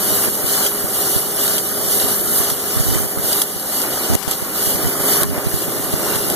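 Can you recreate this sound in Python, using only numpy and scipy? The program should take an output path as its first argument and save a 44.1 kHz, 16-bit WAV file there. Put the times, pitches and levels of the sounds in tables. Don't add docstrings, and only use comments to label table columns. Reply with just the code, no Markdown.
import sys
import numpy as np
from scipy import signal
from scipy.fft import rfft, irfft, next_fast_len
from scipy.io import wavfile
from scipy.ndimage import uniform_filter1d, map_coordinates

SR = 44100
rng = np.random.default_rng(int(sys.argv[2]) if len(sys.argv) > 2 else 0)


def digitize_waveform(pressure):
    field = np.atleast_2d(pressure).T
    bounded = np.clip(field, -1, 1)
    quanta = np.round(bounded * 32767).astype(np.int16)
    wavfile.write(sys.argv[1], SR, quanta)


N = 280035
T = np.arange(N) / SR

PUMP_HZ = 204.22
PORT_DELAY_S = 17.2 / 44100
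CYCLE_S, CYCLE_START_S = 0.9165, 0.69

# (time [s], air jets [dB], wide blast [dB])
LEAK_LEVELS = [(0, -20, -28), (.8, -21.5, -31), (1.7, -22, -29.5), (2.2, -19, -29.5), (2.6, -22.6, -30),
               (3.1, -23, -32.5), (3.5, -26, -32.5), (4, -22.5, -33.5), (4.45, -25.5, -32.5),
               (4.85, -20.5, -27.5), (5.3, -27, -33.5), (5.8, -23.5, -31), (6.35, -21, -27)]
# (frequency [Hz], 60 dB decay time [s])
STEEL_MODES = [(3300, 0.028), (3880, 0.014), (4850, 0.023), (6200, 0.012), (8700, 0.013), (11160, 0.012),
               (11560, .015), (13900, .012)]


def amp(db):
    return 10 ** (np.asarray(db) / 20)


def unit(x):
    return x / np.sqrt(np.mean(x ** 2) + 1e-20)


def along(points, hz):
    f, v = np.transpose(points)
    return np.interp(np.log(hz + 1), np.log(f + 1), v)


def curves(rows):
    times, *columns = np.transpose(rows)
    return [np.interp(T, times, column) for column in columns]


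def wobble(rate):
    knots = rng.standard_normal(int(N * rate / SR) + 4)
    return map_coordinates(knots, [T * rate])


def filtered(x, response):
    size = next_fast_len(N + SR // 4)
    hz = np.fft.rfftfreq(size, 1 / SR)
    return irfft(rfft(x, size) * response(hz), size)[..., :N]


def stereo(pair, spectrum=((1, 0),)):
    # (frequency [Hz], share [0-1])
    crossfeed = [(100, 0.86), (2700, 0.98), (3800, 1), (5200, 0.6), (8000, 0.061), (15000, 0.4)]
    # (frequency [Hz], level [dB])
    spread = [(100, -16), (250, -19.5), (500, -11), (1000, -3), (1400, 5.5), (2050, -4.5), (2350, 14.5),
              (2680, 27), (2900, -3.5), (4000, -5), (4700, 2.5), (5100, 0), (5700, -1.5), (8000, 0)]

    def response(hz):
        share = np.clip(along(crossfeed, hz), 0, 0.99)
        feed = share * np.exp(-2j * np.pi * hz * PORT_DELAY_S)
        ways = np.array([1 - feed, (1 + feed) * amp(along(spread, hz))])
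        return ways / np.linalg.norm(ways, axis=0) * amp(along(spectrum, hz))

    mid, side = filtered(pair, response)
    return np.array([mid + side, mid - side])


def beam(pair, alike):
    alike = np.clip(alike, 0, 1)
    right, stray = pair
    late = filtered(right, lambda hz: -np.exp(-2j * np.pi * hz * PORT_DELAY_S))
    left = alike * late + np.sqrt(1 - alike ** 2) * stray
    return np.array([left, right])


def patchy(x, depth_db, bins=4, frames=5):
    z = signal.stft(x, nperseg=512)[2]
    field = uniform_filter1d(rng.standard_normal(z.shape), bins, axis=1)
    field = uniform_filter1d(field, frames, axis=2)
    gain = amp(depth_db * np.tanh(unit(field)))
    return signal.istft(z * gain, nperseg=512)[1][:, :N]


def rush(spectrum, patchy_db):
    noise = patchy(rng.standard_normal((2, N)), patchy_db)
    return unit(stereo(noise, spectrum))


def hiss(spectrum, patchy_db):
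    noise = patchy(rng.standard_normal((2, N)), patchy_db)
    return unit(filtered(noise, lambda hz: amp(along(spectrum, hz))))


def tones(table, drift, flicker_db):
    pair = np.zeros((2, N))
    slow = T[::100]

    def wander():
        return map_coordinates(rng.standard_normal(64), [slow * 6])

    for hz, db in table:
        for way in pair:
            phase = 2 * np.pi * (hz * T + rng.random()) + np.interp(T, slow, drift * wander())
            strength = amp(db + flicker_db * wander())
            way += np.interp(T, slow, strength) * np.sin(phase)
    return np.sqrt(2) * pair


def shaft(sharpness):
    pulse = np.exp(sharpness * np.cos(2 * np.pi * PUMP_HZ / 7 * T))
    return unit(pulse - pulse.mean())


def drive_effort():
    # (time [s], gear and roller rumble [dB], link rattle [dB])
    drive_levels = [(0.0, -32.5, -33), (0.6, -33, -35), (1.3, -33.5, -36.5), (2.0, -33, -35.5),
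                    (2.7, -34, -36), (3.3, -34, -36.5), (3.55, -37.5, -38.5), (4.05, -32, -32.5),
                    (4.45, -35.5, -35.5), (4.8, -32, -34.5), (5.15, -30.5, -30), (5.6, -34.5, -38),
                    (6.1, -30, -32.5), (6.35, -26.5, -33)]
    # (time into cycle [s], rumble [dB], rattle [dB])
    cycle_load = [(0, 1.5, 0.5), (.2, 3, 2.5), (.44, 5.5, 4), (.5, 5.5, 4.5), (.55, 2, 2.5), (.68, 4, 2),
                  (.82, 4, 6), (.89, 4.5, 6), (.916, 1, 1.5)]
    # (start [s], end [s], rumble change [dB], rattle change [dB])
    lurches = [(0.3, 0.353, -1.5, -6), (2.94, 2.978, 3, 3), (3.433, 3.49, 2, 0), (4.093, 4.16, 4.5, 1.5),
               (4.17, 4.27, -12, -2.5), (5.245, 5.307, -4, -6.5), (5.328, 5.406, 4.5, 3.5)]
    edge_s = 0.013
    into_cycle = (T - CYCLE_START_S) % CYCLE_S
    times, *loads = np.transpose(cycle_load)
    level = np.array(curves(drive_levels)) + [np.interp(into_cycle, times, load) for load in loads]
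    for start, end, rumble_db, rattle_db in lurches:
        inside = np.clip(0.5 + np.minimum(T - start, end - T) / edge_s, 0, 1)
        level += inside * [[rumble_db], [rattle_db]]
    return level


def drive():
    # (frequency [Hz], level per Hz [dB])
    rumble_colour = [(25, -18), (70, -8.5), (120, -3.5), (190, -3), (270, 1.5), (360, 3.5), (480, 0.5),
                     (600, 1.5), (720, -1.5), (900, -10), (1500, -35)]
    # (frequency [Hz], level per Hz [dB])
    rattle_colour = [(400, -13), (800, -1.5), (1000, -1), (1250, 1.5), (1330, -3), (1410, 1), (1550, -2.5),
                     (1800, -3), (2050, -5), (2350, -2), (4000, -53)]
    # (frequency [Hz], level [dB rms])
    hum_lines = [(204.2, -46), (525, -49), (613.5, -48), (1122, -52.5), (1257, -53.5), (1402, -48.5)]
    # (frequency [Hz], level [dB rms])
    motor_lines = [(120, -51), (169.5, -46.5), (262, -46.5), (350, -45.5), (378, -48)]
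    # (time [s], pump gain [dB], motor gain [dB])
    nearness = [(0, 7.5, -15), (1.1, 1, -11), (2.1, 4.5, -4), (3.0, 0.5, -10), (3.65, 1, -0.5),
                (4.4, 0.5, -4), (5.05, 2, 6), (5.45, 0, 3), (6.35, 3, 5.5)]
    rumble_db, rattle_db = drive_effort()
    pump_db, motor_db = curves(nearness)
    turn = shaft(sharpness=7.8)
    rumble_db = rumble_db + 0.31 * wobble(30) + 0.5 * turn
    rattle_db = rattle_db + 0.57 * wobble(12) + 1.08 * wobble(90) + 0.5 * turn
    rumble = amp(rumble_db) * rush(rumble_colour, patchy_db=0.3)
    rattle = amp(rattle_db) * rush(rattle_colour, patchy_db=2.5)
    hum = amp(pump_db) * stereo(tones(hum_lines, drift=0.45, flicker_db=2.2))
    drone = amp(motor_db) * stereo(tones(motor_lines, drift=2.8, flicker_db=2.5))
    balance = amp([[-0.8], [0.8]])
    return (rumble + hum + drone) * balance + rattle


def air_flow():
    # (start [s], time until closing begins [s], air jets [dB], wide blast under the sheet [dB])
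    puffs = [(-.044, .29, -19, -26), (.413, 0.255, -18.5, -22.5), (.856, 0.32, -19.5, -26),
             (1.317, .268, -21.5, -26.5), (1.33, 0.13, -19.5, -28), (1.759, .36, -22, -25.5),
             (1.85, 0.13, -17, -27), (2.219, 0.29, -22, -26.5), (2.24, 0.14, -18, -33),
             (2.6, 0.4, -22.5, -27), (3.178, 0.24, -18, -24), (3.624, 0.19, -21.5, -26),
             (3.824, 0.51, -28, -27), (4.51, 0.2, -18.5, -26), (4.956, 0.26, -17, -25.5),
             (4.99, 0.15, -19, -25.5), (5.418, 0.2, -24.5, -31.5), (5.947, 0.22, -27.5, -28)]
    open_s, close_s = 0.12, 0.078
    snap_shut_s = 0.039
    power = amp(curves(LEAK_LEVELS)) ** 2
    for start, held, jets_db, blast_db in puffs:
        age = T - start
        ends_cycle = np.cos(2 * np.pi * (start + held - CYCLE_START_S) / CYCLE_S) > 0.85
        closing = snap_shut_s if ends_cycle else close_s
        valve = np.clip(age / open_s, 0, 1) * np.clip(1 - (age - held) / closing, 0, 1)
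        power += (amp([[jets_db], [blast_db]]) * valve) ** 2
    return 10 * np.log10(power)


def swaying(x, depth, rate):
    place = np.cumsum(1 + depth * wobble(rate))
    return np.array([map_coordinates(way, [place], order=5, mode="mirror") for way in x])


def feeder_air():
    # (frequency [Hz], level per Hz [dB])
    jet_colour = [(4000, -52), (7000, -7.5), (8200, -8), (9700, -2), (9980, 3), (10350, -3.5), (10850, 2),
                  (11150, 2.5), (11800, -0.5), (12400, 2), (12950, 2.5), (13600, -2), (14600, -4.5),
                  (15500, -6.5)]
    # (frequency [Hz], level per Hz [dB])
    blast_colour = [(1500, -4), (2200, -10), (2600, -32), (2870, 8.5), (3100, -0.5), (3900, -0.5),
                    (4300, 2), (4550, 1), (4770, 4.5), (5100, 1), (5600, 2), (7000, -1), (9000, 0),
                    (14000, -18)]
    # (frequency [Hz], level against the jets [dB])
    whistle_lines = [(4770, -30), (8952, -27), (9158, -26), (9567, -28), (9974, -22), (11111, -26),
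                     (11201, -24), (11378, -25), (11991, -27), (12196, -26), (12425, -23), (12805, -21),
                     (13008, -20), (13120, -27), (13413, -26), (13447, -25)]
    jets_db, blast_db = air_flow()
    vane = 2 * np.pi * PUMP_HZ * T
    pulsing = 1 + 0.019 * np.sin(vane) + 0.0052 * np.sin(3 * vane) + 0.0077 * shaft(sharpness=8)
    flow = pulsing * amp(0.48 * wobble(60) + 0.37 * wobble(350))

    jet_noise = beam(hiss(jet_colour, patchy_db=2.5), alike=0.82)
    jets = amp(jets_db) * jet_noise * amp([[-0.4], [0.4]])

    blast_noise = swaying(rush(blast_colour, patchy_db=4.0), depth=0.018, rate=5)
    blast_db = blast_db + 0.6 * wobble(24.98) + 0.51 * wobble(130)
    blast = amp(blast_db) * blast_noise * amp([[0.5], [-0.5]])

    whistles = amp(jets_db) * beam(tones(whistle_lines, drift=1.1, flicker_db=2), alike=0.8)
    return flow * (jets + blast + whistles)


def pump_notes(note_swell=0.4, whine_swell=0.67):
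    # (time [s], level [dB rms])
    note_levels = [(0, -33.5), (1.3, -36.5), (2.05, -34), (3.0, -37), (3.7, -42.5), (4.3, -41.5),
                   (5.1, -30.5), (5.4, -35.5), (6.35, -35)]
    # (time [s], level [dB rms])
    whine_levels = [(0, -42.5), (4.2, -44), (6.35, -49)]
    whine_hz = 764.4
    puff_db = air_flow()[1] - curves(LEAK_LEVELS)[1]
    puff_db = puff_db - puff_db.mean()
    pair = np.zeros((2, N))
    voices = [(2 * PUMP_HZ, note_levels, note_swell), (whine_hz, whine_levels, whine_swell)]
    for hz, levels, swell in voices:
        phase = 2 * np.pi * hz * T + 0.12 * np.array([wobble(5) for _ in pair])
        level_db = curves(levels)[0] + swell * puff_db + 0.38 * wobble(10)
        pair += amp(level_db) * np.sin(phase)
    return np.sqrt(2) * pair


def low_pops(tick_width=0.00089, flutter_width=0.0012, low_hz=24, flutter_rate=170):
    # (time [s], level [dB], time to peak [s])
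    strong_pops = [(0.123, -18, .001), (0.283, -18, .001), (0.443, -17, 0.0011), (0.843, -16, .001),
                   (1.163, -10, 0.0012), (2.403, -17, 0.0011), (2.523, -17, 0.00092), (2.762, -15, 0.00091),
                   (2.771, -12, .0016), (2.799, -10, .0017), (2.807, -9, .002), (2.886, -14, 0.0019),
                   (2.928, -12, 0.0011), (2.957, -11, 0.0011), (2.963, -16, .0014), (3.174, -15, 0.0013),
                   (3.197, -16, 0.0009), (3.244, -18, .001), (3.563, -21, .001), (4.100, -11, 0.0012),
                   (4.110, -13, 0.0019), (4.134, -11, 0.0012), (4.147, -13, .0015), (4.278, -14, 0.0011),
                   (4.425, -17, 0.0011), (4.675, -15, .0011), (4.749, -16, 0.0014), (4.857, -17, 0.0021),
                   (5.22, -13, 0.0012), (5.380, -14, .001), (5.461, -15, 0.0019), (5.47, -10, .0015),
                   (5.541, -11, 0.0014), (5.939, -9, 0.0011)]
    # (time [s], level [dB])
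    tick_levels = [(0, -28), (1, -43), (2.1, -21), (3.7, -48), (5.7, -21.5)]
    # (start [s], end [s], level [dB])
    flutter_spells = [(2.778, 2.795, -16), (2.849, 2.936, -17), (2.968, 3.071, -21), (4.106, 4.135, -15),
                      (4.838, 4.886, -17), (5.249, 5.337, -18.5)]
    # (time [s], level [dB], time to peak [s])
    knock = (4.154, -5.5, 0.00066)
    ticks_per_s, tick_start_s, tick_scatter_db = 25, 0.0035, 4
    beat = np.arange(tick_start_s, T[-1], 1 / ticks_per_s)
    beat_db = np.interp(beat, *np.transpose(tick_levels))
    beat_db = beat_db + tick_scatter_db * rng.standard_normal(len(beat))
    pushes = [(s, amp(db), width) for s, db, width in strong_pops]
    pushes += [(s, amp(db), tick_width) for s, db in zip(beat, beat_db)]
    s, db, width = knock
    pushes.append((s, -amp(db), width))
    for start, end, db in flutter_spells:
        late, size = rng.standard_normal((2, 64))
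        times = start + (np.arange(len(late)) + 0.26 * late) / flutter_rate
        pushes += [(s, amp(db) * np.tanh(2 * k), flutter_width) for s, k in zip(times, size) if s < end]
    bumps = np.zeros(N + SR)
    age = np.arange(SR // 50) / SR
    for s, gain, width in pushes:
        shape = (age / width) ** 2 * np.exp(2 - 2 * age / width)
        bumps[round(s * SR):][:len(age)] += gain * shape
    low = filtered(amp(5.5) * bumps[:N], lambda hz: 1j * hz / (low_hz + 1j * hz))
    return low * np.array([[0.83], [-1.17]])


def contacts(link_db=-24.5, link_range_db=9, link_t60=0.012, count=110):
    # (time [s], burst level [dB], 60 dB decay time [s], bright share [0-1], main mode [Hz], ring level [dB])
    gripper_blows = [(0.167, -11.5, .03, 0.5, 11160, -16), (0.664, -8.5, 0.06, 0.35, 3300, -17.5),
                     (1.479, -6.5, 0.025, 0.35, 3880, -15), (1.5813, -7, 0.075, 0.25, 3300, -13),
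                     (1.9995, -13.5, 0.06, 0, 3880, -8), (2.387, -9, .015, 0.86, 11160, -17),
                     (2.5008, -7.5, 0.05, 0.55, 11560, -11), (3.3288, -9, .05, 0.2, 4850, -13),
                     (3.4175, -5, 0.034, 0.55, 11160, -1), (3.817, -10, 0.04, 1, 11560, -13),
                     (4.135, -11, 0.13, 0.8, 11560, -18), (4.152, -4.5, 0.0088, 0.2, 8700, -21),
                     (4.227, -11.5, 0.11, 0.1, 4850, -18), (4.3117, -5.5, 0.055, 0.6, 11560, -9),
                     (4.875, -17, .04, 0.9, 11160, -19), (5.134, -11, .04, 0.3, 6200, -13),
                     (5.2329, -2.5, 0.013, 0.8, 13900, -7), (6.157, -10.5, .06, 0.3, 3880, -17),
                     (6.3003, -7, 0.035, 0.9, 11560, -10)]
    links = []
    for when, size, bright in rng.random((count, 3)):
        db = link_db - link_range_db * size
        main_hz = STEEL_MODES[int(bright * len(STEEL_MODES))][0]
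        links.append((when * T[-1], db, link_t60, bright, main_hz, db))
    return gripper_blows + links


def clicks(blows):
    # (frequency [Hz], level per Hz [dB])
    clack_colour = [(300, -16), (1400, -6), (2400, -2), (3200, -0.5), (5000, -8), (8000, 1.5), (15500, -6)]
    # (frequency [Hz], level per Hz [dB])
    snap_colour = [(2600, -18), (4500, -8), (8000, 5), (10000, 4.5), (11200, 10), (12200, 4), (13500, -8),
                   (15500, -16)]
    strength = np.zeros((2, N + SR))
    age = np.arange(SR // 5) / SR
    for s, db, t60, bright, *_ in blows:
        share = np.clip(bright, 0, 1)
        decay = amp(-60 * age / t60) + 0.65 * amp(-60 * age / 0.009)
        burst = amp(db - 9) * decay
        strength[:, round(s * SR):][:, :len(age)] += np.sqrt([[1 - share], [share]]) * burst
    grit = rng.standard_normal((2, N))
    clack = stereo(strength[0, :N] * grit, clack_colour) / np.std(stereo(grit, clack_colour))
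    snap = strength[1, :N] * beam(hiss(snap_colour, patchy_db=4), alike=0.42)
    return clack + snap


def steel_ring(blows, other_modes_db=-14, attack_s=0.0002, bounce_s=0.005, bounce_db=-9, detune=0.006):
    pair = np.zeros((2, N + SR))
    age = np.arange(SR // 30) / SR
    hz, t60 = np.transpose(STEEL_MODES)[..., None]
    for s, *_, main_hz, ring_db in blows:
        distance = abs(hz - main_hz)
        mode_db = np.where(distance == distance.min(), 0, other_modes_db)
        bounce_at = s + bounce_s * (0.5 + rng.random())
        for at, loss_db in [(s, 0), (bounce_at, bounce_db)]:
            size_db, pitch = rng.standard_normal((2, len(hz), 1))
            phase = 2 * np.pi * (hz * (1 + detune * pitch) * age + rng.random((2, len(hz), 1)))
            level_db = ring_db + loss_db + mode_db + size_db
            modes = amp(level_db - 60 * age / t60) * np.sin(phase)
            ring = np.sum(modes, axis=1) * np.tanh(age / attack_s)
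            pair[:, round(at * SR):][:, :len(age)] += ring
    return beam(pair[:, :N], alike=0.55)


def muffled(x, right_db=-24, left_db=-2.6, edge_hz=1100):
    covered = np.interp(T, [4.154, 4.156, 4.276, 4.279], [0, 1, 1, 0])
    treble = filtered(x, lambda hz: hz ** 2 / (hz ** 2 + edge_hz ** 2))
    return x + covered * treble * (amp([[left_db], [right_db]]) - 1)


def scene():
    blows = contacts()
    press = drive() + feeder_air() + pump_notes() + clicks(blows) + steel_ring(blows)
    return muffled(press) + low_pops()


def record(dry):
    top_hz = 15550
    return filtered(dry, lambda hz: hz < top_hz)


dry = scene()
out = record(dry)
digitize_waveform(out)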